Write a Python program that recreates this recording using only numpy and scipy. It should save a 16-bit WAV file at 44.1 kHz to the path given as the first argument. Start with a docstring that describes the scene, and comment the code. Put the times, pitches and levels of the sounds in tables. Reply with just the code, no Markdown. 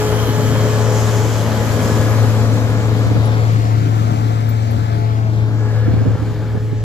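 """0 s: engine hum, blower roar, snow spray, pump whine, housing whirr; a turbo whistle sinks and ends by 2.9 s.
1-2.6 s: the snow surges and the drive engine of the wheel loader revs up, then eases; chain links tink to 4.7 s.
2.6 s on: the loader draws away; the hand-held phone swings aside and back, its right port late and shadowed.
5.6 s on: a rattle warbles, wind puffs (first at 3.1 s) hit the right port, bass dips, the mid roar drops at 6.6 s.
Rotating parts are sines on shaft angles; roar, rumble and snow are shaped stereo noise; links are decaying sines."""
import sys
import numpy as np
from scipy import signal
from scipy.fft import rfft, irfft, next_fast_len
from scipy.io import wavfile
from scipy.ndimage import uniform_filter1d, map_coordinates

SR = 44100
rng = np.random.default_rng(int(sys.argv[2]) if len(sys.argv) > 2 else 0)


def bounce(signal):
    """Save signal as a 16-bit WAV file at the path given by the first command-line argument."""
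    frames = np.transpose(np.atleast_2d(signal))
    limited = np.clip(frames, -1, 1)
    pcm = np.round(limited * 32767).astype(np.int16)
    wavfile.write(sys.argv[1], SR, pcm)


N = 301627
TIME_S = np.arange(N) / SR

# Blower engine: (time [s], firing rate [Hz], left level [dB])
FIRING_HUM = [(0, 110.5, -18), (.15, 110.6, -15.5), (.6, 110.9, -13.5), (1.2, 110.6, -12.5),
              (1.5, 110, -15.5), (1.8, 109.6, -14.5), (2.2, 109.8, -10.5), (2.6, 110.5, -12.5),
              (3.0, 110.4, -12.5), (3.3, 110.9, -11), (3.8, 110, -11), (4.2, 110.4, -13.5),
              (4.5, 110.8, -13), (4.95, 111.2, -14.5), (5.3, 110.7, -12.5), (6.05, 109.2, -11),
              (6.14, 109.1, -11), (6.2, 109.5, -18), (6.35, 110, -17.5), (6.84, 110.1, -18.5)]
# Crank orders: (multiple of the two-turn cycle, level relative to LOUDNESS [dB])
CRANK_ORDERS = [(9, -18), (14, -15), (15, -19.5), (20, -18), (24, -18.5), (26, -12.5), (32, -21.5),
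                (34, -28)]
# Twice the firing rate: (time [s], level [dB])
OCTAVE = [(0, -31.5), (1.1, -31.5), (1.3, -46), (1.5, -25), (1.8, -32), (2.05, -25.5), (2.22, -31),
          (2.45, -24), (2.7, -37), (3.2, -34), (3.6, -47), (5.3, -55), (5.6, -43), (6.1, -46), (6.84, -57)]
# Bass, left over right, scaled per layer: (time [s], lean [dB])
BASS_LEAN = [(0, 5), (.6, 5.5), (1.3, 5.5), (4.5, 6), (6.14, 6), (6.2, 1), (6.35, 3.5), (6.84, 0)]
# Roar as the loader draws away, before trim: (time [s], level [dB])
LOUDNESS = [(0, -22), (.4, -22.5), (1.0, -22), (1.5, -23), (2.0, -22.5), (2.6, -24), (3.3, -25),
            (3.9, -26.5), (4.7, -28), (5.1, -30), (5.3, -31), (5.55, -31.5), (5.8, -30), (6.2, -32),
            (6.58, -34), (6.63, -36), (6.84, -35)]
# Relative roar spectra, from the front, from behind, phone turned away: (frequency [Hz], level [dB])
ROAR_FRONT = [(250, -120), (340, -11), (400, -5.5), (510, -1.5), (640, -4.5), (780, -10), (1000, -8.5),
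              (1500, -13), (1750, -15), (2000, -17.5), (2300, -18.5), (2550, -20.5), (2900, -39),
              (4000, -120)]
ROAR_BEHIND = [(250, -120), (340, -35), (400, -7), (500, -1), (640, -7), (900, -8.5), (1200, -10),
               (1600, -11), (1780, -12), (2000, -17.5), (2250, -16), (2500, -22), (2900, -28.5),
               (4000, -120)]
ROAR_ASIDE = [(250, -120), (340, -35), (400, -9), (520, -4.5), (720, -2.5), (870, -8.5), (1100, -7.5),
              (1400, -9.5), (1700, -14.5), (2250, -14.5), (2600, -20), (2900, -36), (4000, -120)]
# Late loss in the middle of the roar: (frequency [Hz], gain [dB])
HOLLOW = [(650, 0), (950, -6), (1550, -6), (1850, 0)]
# Scattered over direct sound: (time [s], roar side gain [dB], spray side gain [dB])
SPREAD = [(0, 2.5, -1), (1.35, 4, -1), (1.8, 4.5, 1.5), (2.4, 2, 0.5), (3.3, 0.5, 0.5), (3.9, -3, -1),
          (4.5, -2, -3), (4.9, 0, -1.5), (5.3, -2.5, -1.5), (5.75, 3, -2.5), (6.3, -3, -1), (6.84, 5, -6)]
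# Port likeness before SPREAD: (frequency [Hz], left-right correlation)
ALIKE = [(40, 0.85), (130, 0.82), (300, 0.91), (700, 0.94), (1500, 0.74), (3000, 0.38), (6500, 0.24),
         (11000, 0.22), (15000, 0.3)]
# Relative spectra of thrown snow, coarse to fine: (frequency [Hz], level [dB])
SPRAY = [(1700, -120), (2400, -11), (2750, 0), (3300, 1.5), (3800, 0.5), (4200, 1), (5200, -3), (6200, -10),
         (7500, -17), (8300, -15), (10000, -120)]
JET = [(3500, -120), (4600, -7), (5500, -1), (6200, 1), (7300, 2.5), (7900, -2.5), (8500, -11), (9200, -40),
       (11000, -120)]
HISS = [(6500, -120), (8000, -40), (8700, -1), (10000, 0), (11800, 3), (14000, -1.5), (15400, -3)]
# Fine snow, before the jet's offset: (time [s], level [dB])
FINE_SPRAY = [(0, -38.5), (.5, -39.5), (1.0, -38.5), (1.55, -41.5), (1.9, -39), (2.4, -42.5), (3.3, -47.5),
              (4.2, -47), (4.8, -49.5), (5.4, -55), (5.65, -53.5), (6.1, -53.5), (6.45, -56.5), (6.84, -56)]
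# Heavier throws: (centre [s], length [s], jet gain [dB])
SURGES = [(0.985, 0.37, 4), (1.301, 0.26, 3), (1.955, 0.7, 1.5)]
# Diesel knock ringing in the engine housing: (time [s], level [dB])
WHIRR = [(0, -41), (.25, -35.5), (.4, -40), (.55, -36.5), (.8, -43), (1.5, -42), (3, -60.5)]
# Its relative spectrum: (frequency [Hz], level [dB])
HOUSING = [(2500, -58), (2950, -2), (3120, -0.5), (3300, -1), (3900, -56)]
# Drive engine: (time [s], firing rate [Hz], firing [dB], gear tone [dB], its second [dB], its third [dB])
DRIVE = [(0, 75.9, -35, -48, -45, -51), (.5, 76.89, -35, -43, -39, -43), (.95, 79.94, -33, -40, -50, -47),
         (1.2, 84.25, -32, -40, -43, -49), (1.9, 90, -27, -30, -42, -51),
         (2.6, 96.76, -34, -33.5, -34, -58), (3.0, 95, -37, -38, -34.5, -39),
         (3.3, 95.3, -34, -45, -41, -48), (3.7, 93.5, -31, -41.5, -53, -43),
         (4.2, 91.76, -32, -32, -50, -42), (4.8, 87.4, -28, -33, -46, -41),
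         (5.1, 84.2, -31, -35.5, -53, -37), (5.4, 79, -32, -33, -50, -44), (6, 77.05, -29, -45, -56, -51),
         (6.84, 76.96, -39, -50, -58, -57)]
# Husky tone: (time [s], frequency [Hz], level [dB])
WAVER = [(0, 518, -38), (1.0, 513, -31), (1.3, 525.4, -37), (1.9, 521.4, -30), (2.2, 528, -29.5),
         (2.45, 528, -52), (5.6, 505, -58), (5.8, 501, -33), (6.1, 505.5, -41.5), (6.45, 508, -39),
         (6.84, 507, -51)]
# Pump: (time [s], level [dB], second tone [dB])
PUMP = [(0, -23, -31.5), (.4, -25, -36), (.85, -25.5, -35), (1.2, -25.5, -35.5), (1.6, -35, -36),
        (1.85, -28, -41), (2.35, -31, -37.5), (2.75, -39, -38), (2.92, -27.5, -40), (3.1, -36.5, -45),
        (3.35, -29.5, -36.5), (3.6, -42, -49), (3.85, -34.5, -42), (4.3, -39.5, -43), (4.85, -37.5, -39),
        (5.1, -33.5, -38), (5.25, -40, -43), (5.55, -33, -42), (5.8, -34, -46), (6.2, -39, -51),
        (6.4, -33.5, -43.5), (6.84, -35, -49)]
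# Its fourth tone: (time [s], level [dB])
PUMP_FOURTH = [(0, -41.5), (.9, -41), (1.3, -47), (1.87, -39.5), (3.3, -47), (3.5, -48), (4.0, -55),
               (4.55, -51), (4.85, -48), (5.35, -62), (5.68, -46), (6.2, -57), (6.55, -56), (6.84, -55)]
# Turbocharger whistle: (time [s], frequency [Hz], level [dB])
TURBO = [(0, 11910, -52), (.35, 11865, -52), (.6, 11885, -52), (1.0, 11850, -54), (1.25, 11860, -53),
         (1.4, 11735, -53), (1.57, 11520, -52), (1.78, 11490, -51), (1.9, 11555, -51), (2.1, 11525, -52),
         (2.4, 11500, -55), (2.55, 11330, -58), (2.7, 11170, -63), (2.9, 11000, -110)]
# Whistle, left over right: (time [s], lean [dB])
TURBO_LEAN = [(0, 1), (.8, 1), (1.2, 12), (1.6, 12), (2.0, 6), (2.9, 4)]
# Relative spectra of the machine rumble and deep street rumble: (frequency [Hz], level [dB])
RUMBLE = [(30, -120), (50, -11), (66, -2.5), (80, 4.5), (98, 4), (120, 0), (140, 5), (175, 0), (235, -2.5),
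          (300, -2), (370, -12.5), (440, -18), (600, -120)]
GROUND = [(20, -26), (34, -16), (40, -5), (47, -7), (60, -9), (75, 4.5), (95, -39), (150, -120)]
# Brief bass dips: (centre [s], length [s], gain [dB])
DIPS = [(6.052, 0.022, -10), (6.175, .027, -28), (6.34, 0.014, -12), (6.593, 0.016, -11),
        (6.738, 0.021, -5)]
# Warbling rattle from behind the machine: (centre [s], frequency [Hz], level [dB])
CHATTER = [(5.62, 1380, -41), (5.625, 1683, -44), (5.65, 1570, -43), (5.69, 1670, -41), (5.74, 1560, -41),
           (5.745, 1390, -43), (5.78, 1680, -41), (5.85, 1786, -39), (5.86, 1725, -39), (5.87, 1380, -38),
           (5.92, 1550, -39), (5.94, 1380, -44), (6.0, 1585, -39), (6.1, 1580, -41), (6.12, 1395, -44),
           (6.185, 1370, -38), (6.28, 1570, -42), (6.41, 1530, -48), (6.5, 1710, -43), (6.57, 1700, -41)]
# Chain links: (time [s], left ring level [dB], frequency [Hz], left over right [dB])
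TINKS = [(1.8241, -33, 11000, 6), (2.1081, -35, 11400, 2), (2.7005, -43, 10870, 0),
         (3.2546, -34.5, 10900, 7), (3.525, -44, 11720, 6.0), (3.7834, -46, 11700, 12),
         (4.4916, -27, 14300, 17.5), (4.7107, -35.5, 11500, 17)]
# Wind lumps, right port, before the low cut: (centre [s], level [dB], length [s])
PUFFS = [(3.074, -12, 0.029), (3.115, -11, 0.022), (3.163, -13, 0.025), (5.863, -16, 0.015),
         (5.884, -8, .016), (5.913, -7.5, 0.015), (5.939, -6.5, 0.011), (5.968, -10, 0.015),
         (5.983, -18, 0.025), (6.016, -13.5, 0.034), (6.071, -10.5, 0.038), (6.088, -19, 0.023),
         (6.111, -10.5, 0.014), (6.156, -17, .014), (6.182, -19, 0.022), (6.226, -13.5, 0.019),
         (6.28, -18, 0.014), (6.32, -19, .02), (6.528, -23, .012), (6.554, -14, .015), (6.576, -12.5, .012),
         (6.64, -22, 0.025), (6.683, -26, 0.014), (6.732, -12.5, 0.021)]
# Relative wind spectrum: (frequency [Hz], level [dB])
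BUFFET = [(30, -25), (70, 9.5), (130, 2.5), (300, -1.5), (500, -13), (900, -27), (2000, -44), (4000, -120)]
# Phone swing: (time [s], right port delay [ms])
SWING = [(0, -0.088), (.7, -0.049), (1.1, -0.0075), (1.95, -0.0086), (2.07, 0.076), (2.75, 0.14),
         (3.15, 0.17), (3.45, 0.29), (3.85, 0.49), (4.92, 0.5), (5.2, 0.356), (5.34, 0.26), (5.62, 0.12),
         (5.9, 0.06), (6.2, 0.028), (6.84, -0.043)]
# Change with the phone turned away: (rumble [dB], coarse spray [dB], street rumble [dB])
ASIDE_DB = [1, 1.5, -4.5]

NEAR_DB = -22  # LOUDNESS close by
RUMBLE_DB, RUMBLE_FADES = -21, 0.59  # close by; dB lost per dB that the roar loses
SPRAY_DB, SPRAY_FADES = -35.5, 1.16
BEHIND_DB = 1.5  # coarse spray gain from behind the loader
SHADE_DB, SHADE_DB_PER_MS = 3.5, 5  # left over right, and growth with port delay; scaled per layer
KNOCK_DEPTH, LOPE_DEPTH, THROB_DEPTH = .45, .075, .045  # knock by firing; roar and rumble by cycle, by firing
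HOLLOW_S, HOLLOW_FADE_S = 6.6, .03
PUMP_PER_FIRING, GEAR_PER_FIRING = 3.834, 2.66  # geared to the blower engine, to the drive engine
WAVER_DRIFT_HZ = 4.8
CHATTER_S, LINK_T60_S = 0.026, 0.077
BUFFET_LOW_HZ, TOP_HZ = 60, 15450  # wind low cut at the port; phone band limit


def amp(db):
    """Decibels to gain."""
    return np.exp(np.asarray(db) * np.log(10) / 20)


def unit(x):
    """x at rms 1."""
    return x / np.sqrt(np.mean(x ** 2) + 1e-20)


def along(points, hz):
    """(Hz, value) points on a log axis."""
    f, v = np.transpose(points)
    return np.interp(np.log(hz + 1), np.log(f + 1), v)


def curves(rows):
    """One value per sample for each column after the time."""
    s, *cols = np.transpose(rows)
    return [np.interp(TIME_S, s, c) for c in cols]


def wobble(rate_hz):
    """A smooth random curve through rate_hz knots a second."""
    coarse = np.arange(0, N + 48, 48)
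    knots = rng.standard_normal(int(N * rate_hz / SR) + 4)
    return np.interp(np.arange(N), coarse, map_coordinates(knots, [coarse * rate_hz / SR]))


def filtered(x, response):
    """x times a response of frequency."""
    m = next_fast_len(N + SR // 2)
    return irfft(rfft(x, m) * response(np.fft.rfftfreq(m, 1 / SR)), m)[..., :N]


def rush(spectrum, patchy_db, pulse=1, spread=1):
    """Stereo noise of rms 1 with patches of random gain, partly shared by the ports."""
    z = signal.stft(rng.standard_normal((2, N)), nperseg=512)[2]
    field = uniform_filter1d(rng.standard_normal(z.shape[1:]), size=6, axis=0)
    field = uniform_filter1d(field, size=12, axis=1)
    patchy = z * amp(patchy_db * unit(field))
    pair = pulse * signal.istft(patchy, nperseg=512)[1][:, :N]

    def mid_side(hz):
        turn = np.arccos(np.clip(along(ALIKE, hz), -1, 1)) / 2
        return amp(along(spectrum, hz)) * [np.cos(turn), np.sin(turn)]

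    mid, side = filtered(pair, mid_side)
    return unit(np.array([mid + spread * side, mid - spread * side]))


def tone(phase, db):
    """A sine of rms level db."""
    return np.sqrt(2) * amp(db) * np.sin(phase)


def shaded(pair, db):
    """The right port is db quieter."""
    return pair * amp([0 * db, -db])


def bump(s, length):
    """A flat-topped swell around s."""
    return np.exp(-np.minimum((2 * (TIME_S - s) / length) ** 6, 50))


def engine():
    """Six cylinders fire three times a turn: the firing hum, crank orders with octave, and the crank angle."""
    (hz, db), (lean_db,) = curves(FIRING_HUM), curves(BASS_LEAN)
    crank = 2 * np.pi * np.cumsum(hz) / SR / 3
    firing = 3 * crank + .05 * wobble(14)
    db = db + .5 * wobble(20)
    hum = np.array([tone(firing, db), tone(firing + 0.73, db - lean_db)])  # the ports differ in phase
    roar_db, = curves(LOUDNESS)
    orders = tone(2 * firing + 0.35 * wobble(14), curves(OCTAVE)[0] + 1.8 * wobble(8.2))
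    for k, level_db in CRANK_ORDERS:
        orders += tone(k * crank / 2 + .5 * wobble(7.2), roar_db + level_db + 3.0 * wobble(5.5))
    return hum, orders, crank


def blower_roar(roar_db, turned, far, lope, surge, spread):
    """Blower noise; its colour crossfades from front to rear and as the phone turns aside."""
    aside = turned * np.pi / 2
    facing = np.cos(far) * rush(ROAR_FRONT, patchy_db=0.44, spread=spread)
    facing += np.sin(far) * rush(ROAR_BEHIND, patchy_db=1.5, spread=spread)
    roar = np.cos(aside) * facing + np.sin(aside) * rush(ROAR_ASIDE, patchy_db=1.5, spread=spread)
    roar = amp(roar_db - 0.84 + 0.4 * surge) * lope * roar
    hollow = np.clip((TIME_S - HOLLOW_S) / HOLLOW_FADE_S, 0, 1)
    return (1 - hollow) * roar + hollow * filtered(roar, lambda hz: amp(along(HOLLOW, hz)))


def thrown_snow(lost_db, turned, far, crank, surge, spread):
    """Coarse spray, finer jet and hiss: noise bands pulsed by the combustion clatter."""
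    # swells with each firing, unevenly over one turn
    clatter = 1 + .065 * np.sin(3 * crank) + .03 * np.sin(crank) + .03 * np.sin(2 * crank + 1)
    flutter = 0.51 * wobble(14)  # clumps of snow shake the treble together
    spray_db = SPRAY_DB - SPRAY_FADES * lost_db + ASIDE_DB[1] * turned
    spray_db = spray_db + BEHIND_DB * np.sin(far) * (1 - turned) + 0.32 * surge + flutter
    spray = amp(spray_db) * rush(SPRAY, patchy_db=0.9, pulse=clatter, spread=spread)
    fine_db, = curves(FINE_SPRAY)
    throws_db = sum(db * bump(s, length) for s, length, db in SURGES)
    jet_db = fine_db + 2.5 + throws_db + flutter + 0.24 * wobble(19)
    jet = amp(jet_db) * rush(JET, patchy_db=1.6, pulse=clatter, spread=spread)
    hiss_db = fine_db + .3 * surge + flutter + .5 * wobble(12)
    hiss = amp(hiss_db) * rush(HISS, patchy_db=.8, pulse=clatter, spread=spread)
    return spray, jet, hiss


def housing_whirr(crank, spread):
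    """Diesel knock rings in the engine housing: a noise band pulsed by firing."""
    knock = 1 + KNOCK_DEPTH * np.sin(3 * crank)
    return amp(curves(WHIRR)[0]) * rush(HOUSING, patchy_db=0.5, pulse=knock, spread=spread)


def drive_engine():
    """The drive engine's firing hum; its gear tone with two overtones, and a husky tone beside them."""
    hz, firing_db, *gear_db = curves(DRIVE)
    firing = 2 * np.pi * np.cumsum(hz) / SR
    phase = GEAR_PER_FIRING * firing + 0.2 * wobble(12)
    gear = sum(tone(k * (phase + .2 * wobble(22)), db + 2.5 * wobble(8))
               for k, db in enumerate(gear_db, start=1))
    hz, waver_db = curves(WAVER)
    hz = hz + WAVER_DRIFT_HZ * wobble(3)
    husky = 1.1 * wobble(26)
    waver = tone(2 * np.pi * np.cumsum(hz) / SR + husky, waver_db + 1.0 * wobble(13))
    hum = tone(firing + 0.11 * wobble(13), firing_db + 3.0 * wobble(4))
    return hum, gear + waver


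def hydraulic_pump(crank):
    """A pump geared to the crank whines with three overtones."""
    phase = PUMP_PER_FIRING * 3 * crank
    (db, second_db), (fourth_db,) = curves(PUMP), curves(PUMP_FOURTH)
    pump = tone(phase + 0.16 * wobble(12) + 1.52 * wobble(3), db + 1.8 * wobble(9))
    for k, level_db in [(2, second_db), (3, fourth_db - 3), (4, fourth_db)]:
        pump += tone(k * (phase + .25 * wobble(20)), level_db + 2.5 * wobble(12))
    return pump


def turbocharger():
    """A thin whistle with slight pitch jitter."""
    hz, db = curves(TURBO)
    whistle = tone(2 * np.pi * np.cumsum(hz + 12 * wobble(60)) / SR, db + 2 * wobble(25))
    return np.array([whistle, whistle])


def low_rumble(lost_db, turned):
    """Machine and street rumble as low noise, split around 210 Hz into deep and upper."""
    rumble_db = RUMBLE_DB - RUMBLE_FADES * lost_db + ASIDE_DB[0] * turned + 1.7 * wobble(3.88)
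    rumble = amp(rumble_db + 0.077 * wobble(2.9)) * rush(RUMBLE, patchy_db=0.85)
    ground_db = -32 + ASIDE_DB[2] * turned + 1.4 * wobble(4.5)
    rumble += amp(ground_db) * rush(GROUND, patchy_db=1.5)
    deep = filtered(rumble, lambda hz: 1 / (1 + (hz / 210) ** 4))
    return deep, rumble - deep


def bass_dips():
    """Gain that falls for a moment at each dip."""
    return amp(sum(db * np.exp(-(2 * (TIME_S - s) / length) ** 4) for s, length, db in DIPS))


def chatter():
    """Short soft-edged notes that hop between a few pitches."""
    out, t = np.zeros(N), np.arange(-SR // 10, SR // 10)
    for s, hz, db in CHATTER:
        bell = np.exp(-(2 * t / SR / CHATTER_S) ** 2)
        out[round(s * SR) + t] += bell * tone(2 * np.pi * (hz * t / SR + rng.random()), db)
    return out


def chains():
    """Each link gives a short tick and rings at a high pitch, with a weaker mode just below."""
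    out, t = np.zeros((2, N + SR)), np.arange(SR // 10) / SR
    decay = amp(-60 * t / LINK_T60_S)
    for s, db, hz, lean_db in TINKS:
        ring = decay * (np.sin(2 * np.pi * hz * t) + 0.34 * np.sin(2 * np.pi * .945 * hz * t))
        tick = .12 * amp(-60 * t / .004) * np.diff(rng.standard_normal(len(t) + 2), 2)
        out[:, round(s * SR):][:, :len(t)] += amp([[db], [db - lean_db]]) * (ring + tick)
    return out[:, :N]


def wind():
    """Lumps of low turbulence for the right port alone."""
    noise = filtered(rng.standard_normal(N), lambda hz: amp(along(BUFFET, hz)))
    out, t = np.zeros(N), np.arange(-SR // 12, SR // 12)
    for s, db, length in PUFFS:
        bell, at = np.exp(-(2 * t / SR / length) ** 2), round(s * SR) + t
        lump = bell * noise[at]
        out[at] += amp(db) * lump * np.linalg.norm(bell) / np.linalg.norm(lump)
    return filtered(out, lambda hz: 1 - 1 / (1 + (hz / BUFFET_LOW_HZ) ** 4))


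def scene():
    """The machine is shaded and shifted in time at the right port; wind and chains join at the ports."""
    (late_ms,), (roar_db,), (lean_db,) = curves(SWING), curves(LOUDNESS), curves(BASS_LEAN)
    shade_db = SHADE_DB + SHADE_DB_PER_MS * late_ms
    lost_db, turned = NEAR_DB - roar_db, np.clip(late_ms / .5, 0, 1)
    # a quieter roar means the loader shows its back from farther away
    far = np.clip((-25 - roar_db) / 5, 0, 1) * np.pi / 2
    roar_spread, spray_spread = amp(curves(SPREAD))
    surge = wobble(3.144)

    hum, orders, crank = engine()
    lope = 1 + LOPE_DEPTH * np.sin(crank / 2 + .6 * wobble(2)) + THROB_DEPTH * np.sin(3 * crank)
    roar = blower_roar(roar_db, turned, far, lope, surge, roar_spread)
    spray, jet, hiss = thrown_snow(lost_db, turned, far, crank, surge, spray_spread)
    spray += housing_whirr(crank, spray_spread)
    drive, gear = drive_engine()
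    deep, upper = low_rumble(lost_db, turned)

    bass = hum + shaded(deep + drive, 1.7 * lean_db) + shaded(lope * upper, 0.09 * shade_db)
    middle = roar + orders + hydraulic_pump(crank) + gear + chatter()
    # the phone's body shades short waves most when it points away
    machine = bass_dips() * bass + shaded(middle, 0.82 * shade_db)
    machine += shaded(spray, -4.5 + 1.57 * shade_db)
    machine += shaded(jet, -8.5 + 2.57 * shade_db)
    machine += shaded(hiss, -9.0 + 2.8 * shade_db)
    machine += shaded(turbocharger(), curves(TURBO_LEAN)[0])
    heard_at = np.arange(N) - late_ms * SR / 1000
    right = map_coordinates(machine[1], [heard_at], order=3, mode="nearest")
    return np.array([machine[0], right + wind()]) + chains()


def record(dry):
    """The phone keeps nothing above its band limit."""
    return filtered(dry, lambda hz: hz < TOP_HZ)


dry = scene()
out = record(dry)
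bounce(out)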